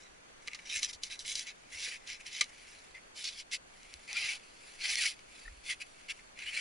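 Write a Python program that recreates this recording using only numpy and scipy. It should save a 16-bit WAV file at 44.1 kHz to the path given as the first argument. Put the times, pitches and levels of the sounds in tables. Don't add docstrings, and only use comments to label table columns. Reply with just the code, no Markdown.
import sys
import numpy as np
from scipy import signal
from scipy.fft import rfft, irfft
from scipy.io import wavfile
from scipy.ndimage import uniform_filter1d

SR = 44100
rng = np.random.default_rng(int(sys.argv[2]) if len(sys.argv) > 2 else 0)


def master(y):
    cut = np.clip(np.atleast_2d(y).T, -1, 1)
    pcm = np.round(cut * 32767)
    wavfile.write(sys.argv[1], SR, pcm.astype(np.int16))


N = 291475


def amp(db):
    return 10 ** (np.asarray(db) / 20)


def evened(x):
    return x / np.sqrt(np.mean(x ** 2) + 1e-20)


def read(points, hz):
    f, value = np.transpose(points)
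    return np.interp(np.log(hz + 1), np.log(f + 1), value)


def follow(rows):
    s, *columns = np.transpose(rows)
    return [np.interp(np.arange(N) / SR, s, c) for c in columns]


def bins(size):
    return np.fft.rfftfreq(size, 1 / SR)


def add(mix, s, sound):
    part = mix[max(round(s * SR), 0):][:len(sound)]
    part += sound[:len(part)]


def wander(size):
    noise = rng.standard_normal(N)
    return evened(uniform_filter1d(uniform_filter1d(noise, size), size))


def colour(x, db):
    size = 2048
    hz = abs(np.fft.fftfreq(size, 1 / SR))
    log_gain = np.log(amp(np.maximum(db(hz), -100)))
    taps = np.fft.ifft(np.exp(np.conj(signal.hilbert(log_gain)))).real
    return signal.fftconvolve(x, taps[None], axes=1)[:, :x.shape[1]]


def noise_pair(spectrum):
    return irfft(rfft(rng.standard_normal((2, N))) * amp(read(spectrum, bins(N))), N)


def ports(pair, same, lead, balance):
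    hz, (a, b) = bins(N), rfft(pair)
    likeness = np.clip(read(same, hz), -1, 1)
    side = amp(read(balance, hz) / 2)
    right = likeness * a + np.sqrt(1 - likeness ** 2) * b
    right = right * np.exp(-1j * read(lead, hz))
    return irfft(np.array([a * side, right / side]), N)


# frequency in Hz, likeness from 0 to 1.
NEAR_SAME = [(400, .6), (1400, .7), (2050, .97), (2300, .9), (2600, .58), (3200, .83), (3900, .8),
             (5000, .96), (6200, .91), (6900, .7), (7500, .85), (10500, .83)]
# frequency in Hz, difference in dB.
NEAR_BALANCE = [(1900, 0), (2350, 3), (3000, -1), (4000, -3), (4350, 2), (6300, -1), (7000, 4), (8200, -14),
                (8900, 1.5), (9350, 0.5), (10200, -3)]
# frequency in Hz, lead in radians.
NEAR_LEAD = [(500, -2.8), (1050, -2.4), (1450, -.3), (2200, -.25), (2550, -.7), (3200, -.1), (4300, .1),
             (6200, -.35), (9200, -.6), (9800, -.1)]


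def near_ports(pair):
    return ports(pair, NEAR_SAME, NEAR_LEAD, NEAR_BALANCE)


# frequency in Hz, width in Hz, lift in dB.
CASE = [(550, 270, 1), (815, 81, 4.5), (1230, 54, 11), (1784, 42, 15.5), (1805, 130, -16), (2260, 37, 2),
        (2430, 29, -4), (2820, 30, -6.5), (3240, 68, -7.5), (3987, 113, 8), (4310, 150, 18),
        (4300, 130, -22.5), (6000, 50, 7.5), (7500, 400, 0), (10100, 230, -1)]


def case_db(hz):
    return sum(db / (1 + (2 * (hz - f) / width) ** 2) for f, width, db in CASE)


# frequency in Hz, relative density in dB per Hz.
HUSH = [(53, -27), (90, -9), (246, -2.5), (659, -1), (1180, -3.5), (1700, -3), (1910, -5), (3710, -10.5),
        (4020, -22), (4280, -7.5), (5440, -17.5), (6020, -10), (7660, -16), (11000, -20.5), (14300, -57.5),
        (22000, -120)]
# frequency in Hz, likeness from -1 to 1.
HUSH_SAME = [(60, -0.22), (120, 0.79), (220, -0.085), (430, -0.38), (840, -0.66), (1620, -0.4),
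             (3120, -0.32), (6040, -0.56), (11700, -0.35)]
HUSH_DB = -58


def hush():
    heard = ports(noise_pair(HUSH), HUSH_SAME, lead=[(0, 0)], balance=[(0, 0)])
    return amp(HUSH_DB + 0.57 * wander(size=4000)) * evened(heard)


# moment of fastest sliding in seconds, speeding up
# in seconds, slowing down in seconds, scrape level in dB, case ring and fizz in dB relative to the scrape.
STROKES = [ (.556, .09, .023, -62, 11.5, -14), (.719, 0.087, .06, -43, -2.5, -11.5),
           (.766, 0.065, 0.063, -39, -0.5, -4.5), (0.841, 0.043, 0.041, -39.5, -8, -7),
           (.901, 0.043, .028, -44.5, -10, -7.5), (.939, .02, .035, -47.5, -13, -7.5),
           (1.046, 0.036, 0.069, -47, -6, -6), (1.115, 0.025, 0.078, -46, -4, -7),
           (1.2, .018, 0.056, -48.5, -10, -5), (1.3, 0.072, 0.08, -39, -10.5, -5.5),
           (1.371, 0.043, 0.11, -41, -6.5, -7), (1.488, 0.046, 0.048, -46.5, 2, -12.5),
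           (1.76, 0.078, 0.048, -49, 0.5, -4.5), (1.835, 0.089, .125, -40.5, -3, -8),
           (1.925, 0.022, 0.078, -48, 3.5, -5), (2.1, 0.049, 0.097, -45.5, -0.5, -11),
           (2.207, .015, 0.024, -58, 4, -2.5), (2.271, .021, 0.047, -45, -1.5, -8.5),
           (2.367, .1, 0.13, -45, -2, -10), (2.955, 0.014, .06, -62, 8.5, -8),
           (3.206, 0.076, 0.077, -45.5, -6, -7.5), (3.263, .042, .065, -39, -9.5, -13),
           (3.342, 0.068, 0.058, -51, -7, -9), (3.402, 0.049, .037, -44.5, -9.5, -9.5),
           (3.543, 0.04, 0.037, -35.5, -6.5, -10), (3.935, .044, .02, -63, 6, -8),
           (4.114, 0.057, .05, -50, 3, -9), (4.18, 0.079, 0.15, -43, 2, -10),
           (4.292, 0.14, 0.11, -40, 1, -10), (4.864, .085, 0.082, -38, 0, -11),
           (4.925, .09, 0.055, -36.5, -4, -8), (5.028, 0.12, 0.13, -34.5, -1.5, -7),
           (5.683, 0.066, .07, -48, -0.5, -6), (5.716, .05, .04, -41.5, 4.5, -6),
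           (5.815, 0.021, 0.031, -49, 5.5, -5.5), (6.108, 0.031, 0.026, -42, 3.5, -9),
           (6.42, 0.081, 0.11, -54, 7, -6.5), (6.487, .043, 0.067, -49.5, 7.5, -8),
           (6.578, .075, .11, -42, 5, -8.5)]
# time in seconds, scrape level in dB.
CREEP = [(0, -61), (.12, -74), (.35, -77), (.47, -62.5), (.65, -67), (1.0, -73.5), (2.02, -68.5),
         (2.47, -63.5), (2.75, -62), (3.05, -75.5), (3.62, -75.5), (3.85, -64), (4.57, -66.5), (4.68, -59),
         (5.27, -70), (5.39, -59.5), (5.55, -68.5), (5.87, -67), (6.17, -66), (6.3, -75.5)]
CREEP_RING_DB, CREEP_FIZZ_DB = 1.7, -3.5
SPEED_LAW = 2.05


def sliding():
    t = np.arange(N) / SR
    creep_db = follow(CREEP)[0] + np.array([[0], [CREEP_RING_DB], [CREEP_FIZZ_DB]])
    power = amp(creep_db) ** 2
    for s, rise_s, fall_s, db, ring_db, fizz_db in STROKES:
        on = (t > s - rise_s) & (t < s + fall_s)
        phase = np.interp(t[on], [s - rise_s, s, s + fall_s], [-1, 0, 1])
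        speed = np.cos(np.pi / 2 * phase)
        peak = amp(db + np.array([[0], [ring_db], [fizz_db]]))
        power[:, on] += (peak * speed ** SPEED_LAW) ** 2
    return np.sqrt(power)


# frequency in Hz, relative density in dB per Hz.
BUFFET_COLOUR = [(5, 2.5), (15, -0.5), (30, -0.5), (65, -8), (100, -15.5), (200, -39), (600, -85)]
BUFFET_REST_DB, BUFFET_STIR_DB, BUFFET_LINGER_S = -69.5, -34, 0.22


def buffet(unlike=0.16):
    shared, own = noise_pair(BUFFET_COLOUR)
    stir = uniform_filter1d(sliding()[0], max(round(BUFFET_LINGER_S * SR), 1))
    level = amp(BUFFET_REST_DB) + amp(BUFFET_STIR_DB) * stir
    return level * evened(shared + unlike * np.array([own, -own]))


# time in seconds, share of firm rub from 0 to 1.
PRESSURE = [(0, 0.04), (3.6, 0.83), (4.0, 0.95), (6.6, 1)]


def firmness():
    return np.clip(follow(PRESSURE)[0], 0, 1)


def slips(per_s, spread_db, smooth, clump_db, smear_s=0.0041, count=6):
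    size = amp(spread_db * np.minimum(rng.exponential(1, N), 4)) * (rng.random(N) < per_s / SR)
    clicks = size * rng.choice([-1, 1], (2, N))
    place = rng.integers(0, count, N)
    t = np.arange(1024) / SR
    paths = rfft(rng.standard_normal((count, len(t))) * amp(-60 * t / smear_s))
    paths = np.roll(irfft(paths / abs(paths)), len(t) // 8, axis=1)
    grains = np.zeros((2, N))
    for k, path in enumerate(paths):
        grains += signal.oaconvolve(clicks * (place == k), path[None], axes=1)[:, :N]
    hiss = smooth * rng.standard_normal((2, N))
    return (evened(grains) + hiss) * amp(clump_db * wander(size=200))


def shifting(pair, patchy_db):
    z = signal.stft(pair, nperseg=512, noverlap=384)[2]
    patches = rng.standard_normal(z.shape[1:])
    patches = uniform_filter1d(patches, size=3, axis=0)
    patches = evened(uniform_filter1d(patches, size=18, axis=1))
    return signal.istft(z * amp(patchy_db * patches), nperseg=512, noverlap=384)[1][:, :N]


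# frequency in Hz, relative density in dB per Hz.
SWISH = [(650, -57), (1100, -48), (1180, -16.5), (1330, -20), (1650, -0.5), (2270, -2), (2910, -7),
         (3920, -0.5), (4620, -30.5), (5040, -0.5), (6050, -3.5), (6600, -7), (8990, -23), (10100, -12.5),
         (11000, -26.5), (14300, -79), (22000, -120)]
# frequency in Hz, relative density in dB per Hz.
RUB = [(650, -59), (1100, -26.5), (1650, -8.5), (1800, -7.5), (2220, -3.5), (2860, -2.5), (3460, -2.5),
       (3920, -10), (4280, -0.5), (6050, -8), (6670, -12), (7270, -8.5), (7930, -19.5), (10300, -11.5),
       (11000, -19), (14300, -70), (22000, -120)]
JUDDER_DB, JUDDER_S = 1.2, 0.0074


def rustle():
    judder = amp(JUDDER_DB * wander(size=max(round(JUDDER_S * SR), 1)))
    scrape_gain, ring_gain, fizz_gain = sliding() * judder
    loose = slips(per_s=1200, spread_db=2.0, smooth=0.58, clump_db=2.0, smear_s=0.0031)
    dense = slips(per_s=4000, spread_db=2.5, smooth=1.0, clump_db=0.53, smear_s=0.0034)
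    loose = shifting(loose, patchy_db=5.0)
    dense = shifting(dense, patchy_db=2.8)
    swish = evened(colour(loose, lambda hz: read(SWISH, np.maximum(hz, 1200)) + case_db(hz)))
    rub = evened(colour(dense, lambda hz: read(RUB, np.maximum(hz, 1150)) + case_db(hz)))
    firm = firmness()
    z = rfft(near_ports(np.sqrt(1 - firm) * swish + np.sqrt(firm) * rub))
    hz = bins(N)
    low = 1 / (1 + (hz / 2800) ** 20)
    high = 1 - 1 / (1 + (hz / 7000) ** 20)
    thin = amp(read([(100, -37), (400, -2), (800, -2), (1200, -0.5), (1550, 2.0), (1950, 9.0)], hz))
    bands = (low * thin, 1 - low - high, high)
    ring, scrape, fizz = (evened(irfft(z * band, N)) for band in bands)
    return ring_gain * ring + scrape_gain * scrape + fizz_gain * fizz


CATCHES_PER_S, CATCH_SPREAD_DB = 90, 3.5
CATCH_DB = -10.5
CATCH_LOW_HZ = 4260


def catches():
    size = amp(CATCH_SPREAD_DB * np.minimum(rng.exponential(1, N), 3))
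    size = size * (rng.random(N) < CATCHES_PER_S / SR)
    clicks = size * rng.choice([-1, 1], (2, N))
    ticks = colour(clicks, lambda hz: read(SWISH, hz) - 20 * np.log10(1 + (CATCH_LOW_HZ / (hz + 1)) ** 4))
    light = 1 - .5 * firmness()
    return amp(CATCH_DB) * light * sliding()[0] * evened(near_ports(ticks))


STRANDS_PER_S, STRAND_S = 36, 0.043
STRAND_GLIDE = 0.142
STRAND_DB = -14
STRAND_LOW_HZ, STRAND_HIGH_HZ = 1900, 5620


def strands():
    out = np.zeros(N)
    for place, pitch, glide, size in rng.random((round(STRANDS_PER_S * N / SR), 4)):
        u = np.linspace(-1, 1, round(STRAND_S * (.5 + size) * SR))
        middle_hz = STRAND_LOW_HZ * (STRAND_HIGH_HZ / STRAND_LOW_HZ) ** pitch
        hz = middle_hz * (1 + STRAND_GLIDE * (glide - .5) * u)
        tone = np.sin(2 * np.pi * np.cumsum(hz) / SR)
        add(out, place * N / SR, size * (1 - u ** 2) * tone)
    return amp(STRAND_DB) * firmness() * sliding()[0] * evened(out)


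# start in seconds, level in dB, case ring (lift below about 2900 Hz)
# in dB, die-away time t60 in seconds.
SNAPS = [(0.4758, -34, -3, .02), (0.482, -30.5, 9, 0.027), (0.533, -35.5, 9, 0.027), (0.547, -35, -9, .057),
         (0.5905, -40.5, 14, 0.042), (0.831, -22.5, -12, 0.029), (0.847, -32, -26, 0.014),
         (0.931, -43, -15, .035), (1.035, -26.5, -12, 0.044), (1.101, -42, 9, 0.023),
         (1.192, -34, -38, 0.051), (1.249, -36.5, 5, 0.079), (1.355, -25.5, -18, 0.035),
         (1.394, -31, -11, .02), (1.47, -36.5, -3, .07), (1.746, -39, 18, .03), (2.074, -38.5, -13, 0.034),
         (2.266, -40, 4.5, .035), (2.4097, -17.5, 3, 0.065), (2.412, -16, 2, 0.026),
         (2.4425, -38.5, -32, 0.0087), (3.243, -30.5, -10, 0.02), (3.832, -49, -22, .006),
         (3.94, -38, -7, 0.0049), (4.13, -33, -33, 0.0086), (4.169, -31, -6, 0.015), (4.815, -42, 9, 0.07),
         (4.956, -25, 2, 0.0093), (5.192, -48, 6, .017), (6.191, -45.5, 15, 0.084), (6.390, -37, 8, 0.047),
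         (6.423, -39, 14, 0.04)]
# frequency in Hz, relative density in dB per Hz.
SNAP_COLOUR = [(240, -74), (400, -50), (1030, -23), (1160, -30), (1790, -10), (2170, 0), (2670, -10),
               (2910, -3.5), (3580, -11), (4110, -7.5), (4400, -8.5), (6060, -9.5), (8340, -21.5),
               (11000, -21.5), (14300, -63), (22000, -120)]
CLEAN_S = .032


def snaps():
    t, dry = np.arange(SR // 8) / SR, np.zeros((N, 2))
    packed = .0015 * SR
    for s, db, ring_db, t60 in SNAPS:
        scatter = rng.standard_normal((2, len(t))) * amp(-60 * t / t60)
        clean = np.exp(-abs(t60 / CLEAN_S))
        burst = np.sqrt(1 - clean) * scatter / np.linalg.norm(scatter[0])
        burst[0, 0] = np.sqrt(clean)
        burst = colour(burst, lambda hz: read(SNAP_COLOUR, hz) + case_db(hz) + ring_db / (1 + (hz / 2900) ** 8))
        loudness = np.sqrt(np.sum(burst[0] ** 2) / packed)
        add(dry, s, (amp(db) * burst / loudness).T)
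    return near_ports(dry.T)


# frequency in Hz, relative level in dB, t60 in seconds.
MOUNT = [(251, -19, 0.04), (494, -3, 0.085), (635, -15, 0.046), (1206, 19.5, 0.059)]
# start in seconds, level in dB, hardness of the blow as its cut-off in Hz.
KNOCKS = [(0.478, -52, 774), (0.548, -60.5, 900), (0.831, -55.5, 870), (1.877, -43.5, 450),
          (2.414, -52, 1310)]


def knocks():
    t, out = np.arange(SR // 5) / SR, np.zeros(N)
    for s, db, hard_hz in KNOCKS:
        ring = np.zeros(len(t))
        for hz, mode_db, t60 in MOUNT:
            excitation = 1 / (1 + (hz / hard_hz) ** 4)
            ring += excitation * amp(mode_db - 60 * t / t60) * np.sin(2 * np.pi * hz * t)
        add(out, s, amp(db) * ring)
    return out


# centre in seconds, level in dB, swing in Hz.
SHOVES = [(0.769, -58, 75), (0.96, -59, 64.8), (1.759, -56.5, 74), (3.961, -55, 65), (4.247, -59.5, 102.6),
          (5.484, -46, 35), (5.528, -50, 62), (5.584, -55, 50), (6.461, -61, 68)]


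def shoves():
    t, out = np.arange(N) / SR, np.zeros(N)
    for s, db, hz in SHOVES:
        cycles = hz * (t - s)
        out += amp(db) * np.sin(2 * np.pi * cycles) * np.exp(-cycles ** 2)
    return out


# start in seconds, length in seconds, first pitch in Hz, last pitch in Hz,
# level midway between the ports in dB.
SQUEAKS = [(2.941, 0.031, 2040, 2076, -52), (4.093, 0.079, 2390, 2410, -54),
           (4.136, 0.048, 4900, 4250, -50), (4.146, 0.034, 1340, 1450, -53), (4.16, 0.03, 2346, 2430, -33),
           (4.209, .06, 2700, 2800, -45), (4.274, .037, 2346, 2190, -43), (4.845, 0.015, 2210, 1980, -36),
           (4.885, 0.036, 1535, 1700, -54), (4.96, 0.044, 4250, 4320, -41),
           (4.978, 0.029, 1970, 1840, -39.5), (5.01, .052, 1816, 1245, -48.5),
           (5.004, 0.05, 2640, 2790, -43), (5.049, 0.034, 2308, 2165, -32), (5.448, 0.02, 1830, 1730, -53),
           (5.476, 0.01, 1850, 1900, -45), (5.478, 0.0085, 1430, 1330, -55.5),
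           (6.461, 0.051, 2800, 3120, -41.5), (6.545, 0.031, 3930, 4420, -43.5),
           (6.557, 0.047, 2288, 2380, -38.5)]


def squeaks(rough=0.3, waver=.011):
    out, jitter, flutter = np.zeros(N), wander(size=30), wander(size=70)
    for s, length, first_hz, last_hz, db in SQUEAKS:
        at = round(s * SR) + np.arange(round(length * SR))
        at = at[at < N]
        hz = np.linspace(first_hz, last_hz, len(at)) * (1 + waver * jitter[at])
        tone = evened(np.sin(2 * np.pi * np.cumsum(hz) / SR) * (1 + rough * flutter[at]))
        add(out, s, amp(db) * tone * signal.windows.tukey(len(at), .7))
    return out * amp([[1.2], [-1.2]])


# frequency in Hz, relative density in dB per Hz.
GROAN = [(200, -23), (520, -7), (700, -6), (820, 6), (930, -11), (1060, -3), (1250, -4), (1550, -4),
         (2000, -19)]
# start in seconds, end in seconds, level in dB.
DRAGS = [(4.057, 4.41, -59.5), (4.822, 4.952, -56.5), (4.955, 5.11, -60)]


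def groan():
    shudder = slips(per_s=410, spread_db=-0.5, smooth=1.0, clump_db=3.0)
    noise = evened(colour(shudder, lambda hz: read(GROAN, hz)))
    level = np.zeros(N)
    for start, end, db in DRAGS:
        add(level, start, amp(db) * signal.windows.tukey(max(round((end - start) * SR), 1), .5))
    return level * noise


def scene():
    background = hush() + buffet()
    rubbing = rustle() + catches() + strands()
    return background + rubbing + snaps() + knocks() + shoves() + squeaks() + groan()


EDGE_HZ = 11150


def record(dry):
    taps = signal.firwin(401, EDGE_HZ, window=("kaiser", 8), fs=SR)
    return signal.oaconvolve(dry, taps[None], "same")


dry = scene()
out = record(dry)
master(out)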